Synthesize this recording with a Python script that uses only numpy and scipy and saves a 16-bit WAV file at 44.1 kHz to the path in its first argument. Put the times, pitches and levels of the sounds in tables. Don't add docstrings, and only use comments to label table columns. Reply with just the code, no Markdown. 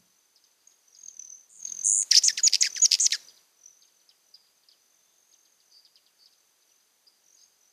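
import sys
import numpy as np
from scipy import signal
from scipy.fft import rfft, irfft, next_fast_len
from scipy.io import wavfile
from scipy.ndimage import uniform_filter1d, map_coordinates

SR = 44100
rng = np.random.default_rng(int(sys.argv[2]) if len(sys.argv) > 2 else 0)


def generate_wav(sig):
    pcm = np.round(np.clip(np.atleast_2d(sig).T, -1, 1) * 32767).astype(np.int16)
    wavfile.write(sys.argv[1], SR, pcm)


N = 340452
T = np.arange(N) / SR

# t/s, f/Hz, effort level/dB, warble depth f/Hz
TRILL = [(1.8385, 7900, -26, 1500), (1.8485, 8100, -14, 1550), (1.868, 8250, -9.5, 1550),
         (1.90, 8350, -10, 1550), (1.99, 8400, -10, 1450), (2.02, 8200, -14, 1500),
         (2.033, 7950, -19, 1550)]
# break t/s, lead before it t/s,
# tail after it t/s, start f/Hz, top f/Hz, f/Hz at the break, place of the top (0-1),
# warble depth f/Hz at the top, effort level/dB
SYLLABLES = [(2.1205, .0115, 0.025, 7010, 5890, 4600, 0.34, -1.5, -9.5),
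             (2.1895, 0.033, 0.0016, 2212, 5900, 5700, 0.81, 1049.5, -10.5),
             (2.2849, 0.051, 0.028, 6300, 7660, 6300, 0.54, 1149.5, -11),
             (2.4796, 0.049, 0.0073, 6780, 6848, 5100, .36, 31, -11.5),
             (2.6268, .0205, .018, 7200, 7270, 6080, 0.4, 800, -11),
             (2.861, 0.044, 0.0021, 6620, 6780, 5200, .4, 60, -10.5),
             (3.0669, 0.07, 0.0042, 6513, 7630, 6000, .44, 950.5, -11.5)]
# top t/s, lead t/s, tail t/s, top f/Hz, low f/Hz,
# flick width t/s, effort level/dB
CHIRPS = [(2.153, 0.013, .008, 5230, 1756, .005, -10), (2.3753, 0.0033, 0.034, 3640, 1834, .0037, -11),
          (2.652, 0.014, 0.028, 2810, 1858, 0.006, -10), (2.761, .003, 0.03, 3310, 1843, 0.0044, -15.5),
          (3.1232, 0.0052, 0.041, 4018, 1960, 0.0028, -8.5)]
# t/s, effort level/dB before tick_db
TICKS = [(2.5253, -21.5), (2.534, -7.5), (2.544, -6), (2.5545, -7.5), (2.9106, -23.5), (2.9174, -7),
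         (2.9294, -7), (2.9399, -5), (2.95, -10)]
# t/s, level/dB before click_db
CLICKS = [(2.028, -37), (2.224, -37), (2.228, -35), (2.498, -34), (2.924, -33), (2.96, -38), (2.99, -32),
          (2.993, -54), (3.109, -31)]
# f/Hz, level/dB
RASP_COLOUR = [(800, -63.5), (1350, -40), (2000, -10), (3500, -6.5), (5000, 0.5), (6800, -4), (8500, -13),
               (11000, -15.5), (15000, -24)]


def perched_bird(tick_db=2, rasp_db=-14, click_db=1, harsh_hz=5900, whistle_rasp=0.23):
    trill, chatter, clicks = np.zeros((3, N))
    trill_call = warbled(*contour(TRILL), 100.0, warble_jitter=.007, lean=.08)
    add(trill, TRILL[0][0], trill_call)
    for s, lead, *shape in SYLLABLES:
        add(chatter, s - lead, syllable(lead, *shape))
    for s, lead, *shape in CHIRPS:
        add(chatter, s - lead, chirp(lead, *shape))
    for s, db in TICKS:
        add(chatter, s, tick(db + tick_db))
    for s, db in CLICKS:
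        clicks += amp(db + click_db) * np.exp(-np.abs(T - s) / .0015)
    voice = throat(chatter)
    harsh = filtered(voice, lambda hz: whistle_rasp + 1 / (1 + (hz / harsh_hz) ** 20))
    rasp_level = amp(rasp_db) * envelope(harsh, size=520)
    rasp = (rasp_level + clicks) * noise(RASP_COLOUR)
    trill = throat(trill)
    return voice + rasp + trill + garden(trill, wet_db=-10, t60=.03)


BREAK_S, BREAK_DB = 0.0011, 2
ACCENT_S, ACCENT_LEAD_S = .002, .001
TIRE_DB = 11.5
LOW_HZ, LOW_EXTRA_HZ, LOW_SETTLE_S, LOW_DB = 1777, 704, .006, -1.5


def syllable(lead, tail, start_hz, top_hz, brink_hz, top_at, depth, db, buzz_hz=303, calm_s=.006):
    t = np.arange(-lead, tail, 1 / SR)
    top_s = -lead * (1 - np.clip(top_at, .05, .95))
    u = np.interp(t, [-lead, top_s, 0], [-1, 0, 1])
    high = top_hz - (top_hz - np.where(u < 0, start_hz, brink_hz)) * u ** 2
    low = LOW_HZ + LOW_EXTRA_HZ * np.exp(-np.maximum(t, 0) / LOW_SETTLE_S)
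    broken = (1 + np.tanh(t / BREAK_S / 2)) / 2
    accent_db = BREAK_DB * np.exp(-((t + ACCENT_LEAD_S) / ACCENT_S) ** 2)
    tiring_db = TIRE_DB * depth / top_hz * np.clip(u, 0, 1) * (t < -calm_s)
    effort_db = db + edges_db(t) + LOW_DB * broken + accent_db - tiring_db
    calming = 1 - np.exp(-(np.minimum(t, 0) / calm_s) ** 2)
    warble = depth * (high / top_hz) ** 1.5 * calming
    pitch = high + (low - high) * broken
    return warbled(pitch, effort_db, warble, buzz_hz, warble_jitter=.02)


SAG_HZ_PER_S, FADE_DB_PER_S = 15000, 170


def chirp(lead, tail, top_hz, low_hz, width, db):
    t = np.arange(-lead, tail, 1 / SR)
    after = np.maximum(t, 0)
    flick = (top_hz - low_hz) / (1 + (t / width) ** 2)
    pitch = low_hz - SAG_HZ_PER_S * after + flick
    effort_db = db + edges_db(t) - FADE_DB_PER_S * after
    return warbled(pitch, effort_db, 0, 0, low_jitter=0.041)


def tick(effort_db, fall=0.002, fade_db=2.5):
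    t = np.arange(0, .006, 1 / SR)
    pitch = 2000 + 4500 * np.exp(-t / fall)
    return syrinx(pitch, effort_db - fade_db * t / fall, jitter=.035)


def warbled(pitch, effort_db, depth, warble_hz, jitter=0.0075, low_jitter=0.045, warble_jitter=.014, lean=.1):
    t = np.arange(len(pitch)) / SR
    cycle = 2 * np.pi * warble_hz * t + .2 * wobble(60, len(t))
    swing = np.cos(cycle) + lean * np.cos(2 * cycle)
    uneven_depth = depth * (1 + .06 * wobble(100, len(t)))
    rough = jitter + low_jitter / (1 + (pitch / 5000) ** 8) + warble_jitter * depth / 1000
    return syrinx(pitch - uneven_depth * swing, effort_db, rough)


def syrinx(pitch, effort_db, jitter=.012, shimmer_db=60, rolloff=1.56, even_db=-4, count=6):
    n = len(pitch)
    pitch = pitch * (1 + jitter * wobble(1500, n))
    phase = turns(pitch)
    tone = np.zeros(n)
    for k in range(1, count + 1):
        treble_cut = 1 + (k * pitch / 13000) ** 10
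        tone += amp(even_db * (k % 2 == 0)) * np.sin(k * phase) / k ** rolloff / treble_cut
    edges = signal.windows.tukey(n, min(2 * SR / 1000 / n, 1))
    level_db = effort_db + shimmer_db * jitter * wobble(1200, n)
    return np.sqrt(2) * tone * edges * amp(level_db)


ATTACK_S, ATTACK_DB, RELEASE_S, RELEASE_DB = 0.0056, 23.5, 0.0045, 14


def edges_db(t):
    attack = np.clip(1 - (t - t[0]) / ATTACK_S, 0, 1) ** 2
    release = np.clip(1 - (t[-1] - t) / RELEASE_S, 0, 1)
    return -ATTACK_DB * attack - RELEASE_DB * release


# f/Hz, level/dB
THROAT = [(500, -68.5), (900, -50), (1300, -35), (1700, -24), (2400, -21.5), (3500, -18.5), (4300, -10),
          (5000, 0.5), (5800, -4), (6800, -7), (7800, -16), (9800, -20.5), (11000, -27), (15000, -38.5)]


def throat(x):
    m = next_fast_len(N + SR // 2) // 2 * 2
    gain = amp(along(THROAT, np.fft.rfftfreq(m, 1 / SR)))
    cepstrum = irfft(np.log(gain), m)
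    cepstrum[1:m // 2] *= 2
    cepstrum[m // 2 + 1:] = 0
    return irfft(rfft(x, m) * np.exp(rfft(cepstrum)), m)[:N]


# nearest t/s, wingbeat f/Hz, approach t/s, retreat t/s, whistle level/dB,
# whistle f/Hz, draught level/dB before the draught's own trims
FLYBYS = [(.01, 44, .02, 0.035, -66, 6150, -70), (.676, 44, .004, .025, -47, 6510, -95),
          (1.086, 42, .06, 0.027, -36.5, 6400, -79), (1.197, 37.5, .035, 0.12, -35.5, 6090, -78),
          (1.654, 43, .028, .035, -28, 6430, -72.5), (1.723, 41, 0.053, 0.039, -29, 6430, -65.5),
          (1.793, 45, .05, .12, -28.5, 6290, -71.5), (2.33, 42, 0.0086, 0.022, -36.5, 6170, -69),
          (2.802, 41, .1, .01, -28, 6080, -69), (3.063, 44, 0.061, .05, -49, 6150, -75.5),
          (3.251, 43, 0.053, 0.084, -49, 6020, -81), (3.661, 42, 0.033, .02, -44, 5970, -94)]


def near_wings(width=0.0027, droop=0.034, swish_db=-20, count=10):
    out, t = np.zeros(N), np.arange(-SR // 100, SR // 100) / SR
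    for s, beat_hz, approach, retreat, db, hz, _ in FLYBYS:
        for beat in np.arange(-count, count + 1) / beat_hz:
            pitch = hz * (1 - droop * np.tanh(t / width) + 0.0053 * wobble(640, len(t)))
            stroke_db = db + passing_db(beat, approach, retreat) + 1.8 * wobble(440, len(t))
            stroke = amp(stroke_db) / np.cosh(np.minimum((t / width) ** 2, 50))
            start = s + beat + t[0]
            if start > 0:
                add(out, start, np.sqrt(2) * stroke * np.sin(turns(pitch)))
    return out + amp(swish_db) * envelope(out, size=100) * noise(RASP_COLOUR)


PASS_DB = 10.5


def passing_db(t, approach, retreat):
    return -PASS_DB * np.maximum(-t / approach, t / retreat)


# multiple of the beat, level/dB relative to each other
HUM = [(2, -4), (3, -12), (4, 2.5), (5, -7)]
# f/Hz, level/dB
DRAUGHT_COLOUR = [(20, -14.5), (80, -3), (190, 6), (400, -4.5), (1000, -30.5), (3000, -76.5)]
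DRAUGHT_LINGER_S, STILL_DB = 0.058, -93.5


def draught(beat_hz=44, throb_db=4, level_db=-3, hum_db=-7, drift_db=3):
    push = amp(STILL_DB + drift_db * wobble(6, N))
    for s, _, approach, retreat, _, _, db in FLYBYS:
        pass_db = passing_db(T - s, approach + DRAUGHT_LINGER_S, retreat + DRAUGHT_LINGER_S)
        push = np.maximum(push, amp(db + pass_db))
    beat = turns(beat_hz * (1 + .03 * wobble(2.8, N)))
    hum = sum(amp(level + 3 * wobble(8, N)) * np.sin(k * beat) for k, level in HUM)
    flutter = unit(noise(DRAUGHT_COLOUR) * amp(throb_db * np.sin(beat)))
    return push * (amp(level_db) * flutter + amp(hum_db) * unit(hum))


# nearest t/s, swell half length t/s, level/dB, whistle f/Hz
FAR_FLIGHTS = [(0.175, 0.17, -71.5, 6100), (0.475, 0.045, -68.5, 6330), (0.729, 0.031, -64, 6500),
               (0.898, .04, -65, 5920), (1.02, 0.042, -53, 6490), (1.313, 0.044, -48, 6210),
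               (1.617, .03, -50, 6470), (3.25, 0.063, -60.5, 6060), (3.679, 0.048, -56.5, 6000),
               (3.809, 0.04, -62.5, 6330), (3.99, 0.064, -68.5, 6150), (4.3, .06, -68.5, 6110),
               (4.568, .02, -69, 6430), (4.94, .12, -68.5, 6160), (5.35, 0.15, -65, 6350),
               (5.717, .06, -68, 6040), (6.37, 0.15, -73, 6180), (6.73, 0.097, -69, 6120),
               (7.29, 0.042, -65, 5960), (7.386, 0.058, -59.5, 6390), (7.658, 0.046, -64, 6070)]


def far_wings(beat_hz=45, pulse_db=10.0, uneven_db=3, spread=0.015):
    out = np.zeros(N)
    for s, half, db, hz in FAR_FLIGHTS:
        t = np.arange(-min(s, .5), .5, 1 / SR)
        n = len(t)
        beat = turns(beat_hz * (1 + 0.042 * wobble(6.3, n)))
        pitch = hz * (1 + spread * wobble(40, n) - .015 * np.sin(beat) + .014 * wobble(600, n))
        pulses_db = pulse_db * np.cos(beat) + uneven_db * wobble(90, n)
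        whistle = unit(np.sin(turns(pitch)) * amp(pulses_db))
        add(out, s + t[0], amp(db) * whistle / np.cosh(t / half))
    return out


# t/s, peak level/dB before chip_db and the throat, pitch fall t/s
CHIPS = [(0.359, -48.5, 0.021), (0.439, -50, 0.012), (0.602, -55.5, 0.017), (.709, -51.5, .015),
         (.948, -45, 0.017), (1.0063, -46.5, 0.019), (1.078, -43, 0.011), (1.6722, -33.5, 0.024),
         (3.2838, -38, .015), (3.366, -37.5, 0.014), (3.821, -41, 0.013), (3.876, -49, 0.015),
         (4.0, -50, 0.01), (4.0906, -38.5, .012), (4.3427, -45.5, 0.019), (4.465, -54, .011),
         (4.634, -48, 0.0082), (4.686, -43.5, 0.013), (4.7138, -43, 0.01), (5.326, -43, .015),
         (5.4521, -49, .011), (5.6017, -49, 0.011), (5.849, -41.5, .017), (5.956, -40.5, 0.0089),
         (6.063, -43, 0.0075), (6.2574, -43.5, 0.018), (6.325, -44.5, .016), (6.6214, -50.5, 0.012),
         (6.6923, -50.5, 0.0091), (6.802, -54, .015)]
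# t/s, length t/s, f/Hz, effort level/dB before buzz_db, warble depth f/Hz
FAR_BUZZES = [(4.339, 0.014, 4810, -42.5, 60), (5.702, 0.11, 4628, -51.5, 170.9),
              (6.18, 0.089, 4590, -53.5, 140), (7.066, 0.02, 4790, -51.5, 119),
              (7.357, 0.11, 4460, -57, 550)]
# t/s, f/Hz, effort level/dB, warble depth f/Hz
FAR_TRILL = [(1.494, 8100, -44.5, 1117), (1.57, 8210, -40, 1143), (1.609, 8000, -46, 1160)]
# t/s, f/Hz, level/dB of its sine peak
THIN_NOTE = [(4.7, 3620, -84.5), (4.8, 3600, -87), (5.1, 3530, -76), (5.25, 3590, -90)]


def far_birds(chip_db=2.0, buzz_db=-1):
    out = np.zeros(N)
    for s, db, fall in CHIPS:
        add(out, s, amp(db + chip_db) * chip(fall))
    for s, length, hz, db, depth in FAR_BUZZES:
        swell = signal.windows.cosine(int(length * SR))
        pitch = np.full(len(swell), hz)
        add(out, s, swell * warbled(pitch, db + buzz_db, depth, 110, low_jitter=0.033))
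    add(out, FAR_TRILL[0][0], warbled(*contour(FAR_TRILL), 110, warble_jitter=.004))
    hz, db = curves(THIN_NOTE, T)
    sounding = (T > THIN_NOTE[0][0]) & (T < THIN_NOTE[-1][0])
    thin_note = sounding * amp(db) * np.sin(turns(hz * (1 + .004 * wobble(80, N))))
    return throat(out) + thin_note


def chip(fall, flutter_db=3, fade_db=90, end_hz=2700, drop_hz=2400, scatter_hz=90):
    t = np.arange(0, .03, 1 / SR)
    start, end = rng.standard_normal(2)
    drop = (drop_hz + scatter_hz * start) * np.exp(-t / max(fall, .002))
    pitch = end_hz + scatter_hz * end + drop
    effort_db = flutter_db * wobble(300, len(t)) - fade_db * t
    sweep = syrinx(pitch, effort_db, jitter=.055, rolloff=4)
    return sweep / np.abs(sweep).max()


def garden(x, wet_db, t60):
    t = np.arange(SR) / SR
    tail = rng.standard_normal(SR) * amp(-60 * t / t60) * (1 - np.exp(-t / .004))
    return amp(wet_db) * signal.fftconvolve(x, tail / np.linalg.norm(tail))[:N]


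def ring(x, hz=4790, width_hz=380):
    return filtered(x, lambda f: 1j * f * width_hz / (hz ** 2 - f ** 2 + 1j * f * width_hz))


# t/s, level/dB before level_db
HISS = [(0, -77.5), (.25, -79), (1.2, -78), (1.58, -79), (1.65, -71), (2.3, -66.5), (3.15, -66.5),
        (3.3, -72), (3.55, -78), (5.5, -78.5), (7.72, -78.5)]
# f/Hz, level/dB
HISS_COLOUR = [(24, -65.5), (40, -37.5), (91, -20.5), (156, -17.5), (364, -6.5), (956, -8), (2010, -9),
               (2390, -9.5), (4130, -7.5), (4790, -3.5), (5560, -10), (6140, -1.5), (7130, -9.5),
               (13900, -11.5), (15000, -23)]


def background_hiss(level_db=10):
    db, = curves(HISS, T)
    return amp(db + level_db) * noise(HISS_COLOUR)


def amp(db):
    return 10 ** (np.asarray(db) / 20)


def unit(x):
    return x / np.sqrt(np.mean(x ** 2) + 1e-20)


def along(points, hz):
    f, v = np.transpose(points)
    return np.interp(np.log(hz + 1), np.log(f + 1), v)


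def curves(rows, t):
    s, *cols = np.transpose(sorted(rows))
    return [np.interp(t, s, c) for c in cols]


def contour(rows):
    return curves(rows, np.arange(min(rows)[0], max(rows)[0], 1 / SR))


def wobble(rate, n):
    knots = rng.standard_normal(int(n * rate / SR) + 4)
    return map_coordinates(knots, [np.arange(n) * rate / SR])


def filtered(x, response):
    m = next_fast_len(N + SR // 2)
    return irfft(rfft(x, m) * response(np.fft.rfftfreq(m, 1 / SR)), m)[:N]


def noise(colour):
    return unit(filtered(rng.standard_normal(N), lambda hz: amp(along(colour, hz))))


def turns(hz):
    return 2 * np.pi * np.cumsum(hz) / SR


def add(track, s, x):
    part = track[max(round(s * SR), 0):][:len(x)]
    part += x[:len(part)]


def envelope(x, size):
    return np.sqrt(np.abs(uniform_filter1d(x ** 2, size)))


def scene():
    close = perched_bird()
    wings = near_wings() + far_wings()
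    far = far_birds()
    echoes = garden(close, wet_db=-15, t60=.025) + garden(close, wet_db=-24, t60=0.45)
    echoes += garden(wings, wet_db=-10, t60=0.3)
    echoes += garden(far, wet_db=-5, t60=0.08) + ring(garden(far, wet_db=-5, t60=0.66))
    return (close + wings + far + echoes + draught() + background_hiss())[None]


TOP_HZ = 15300


def record(dry):
    return filtered(dry[0], lambda hz: hz < TOP_HZ)[None]


dry = scene()
out = record(dry)
generate_wav(out)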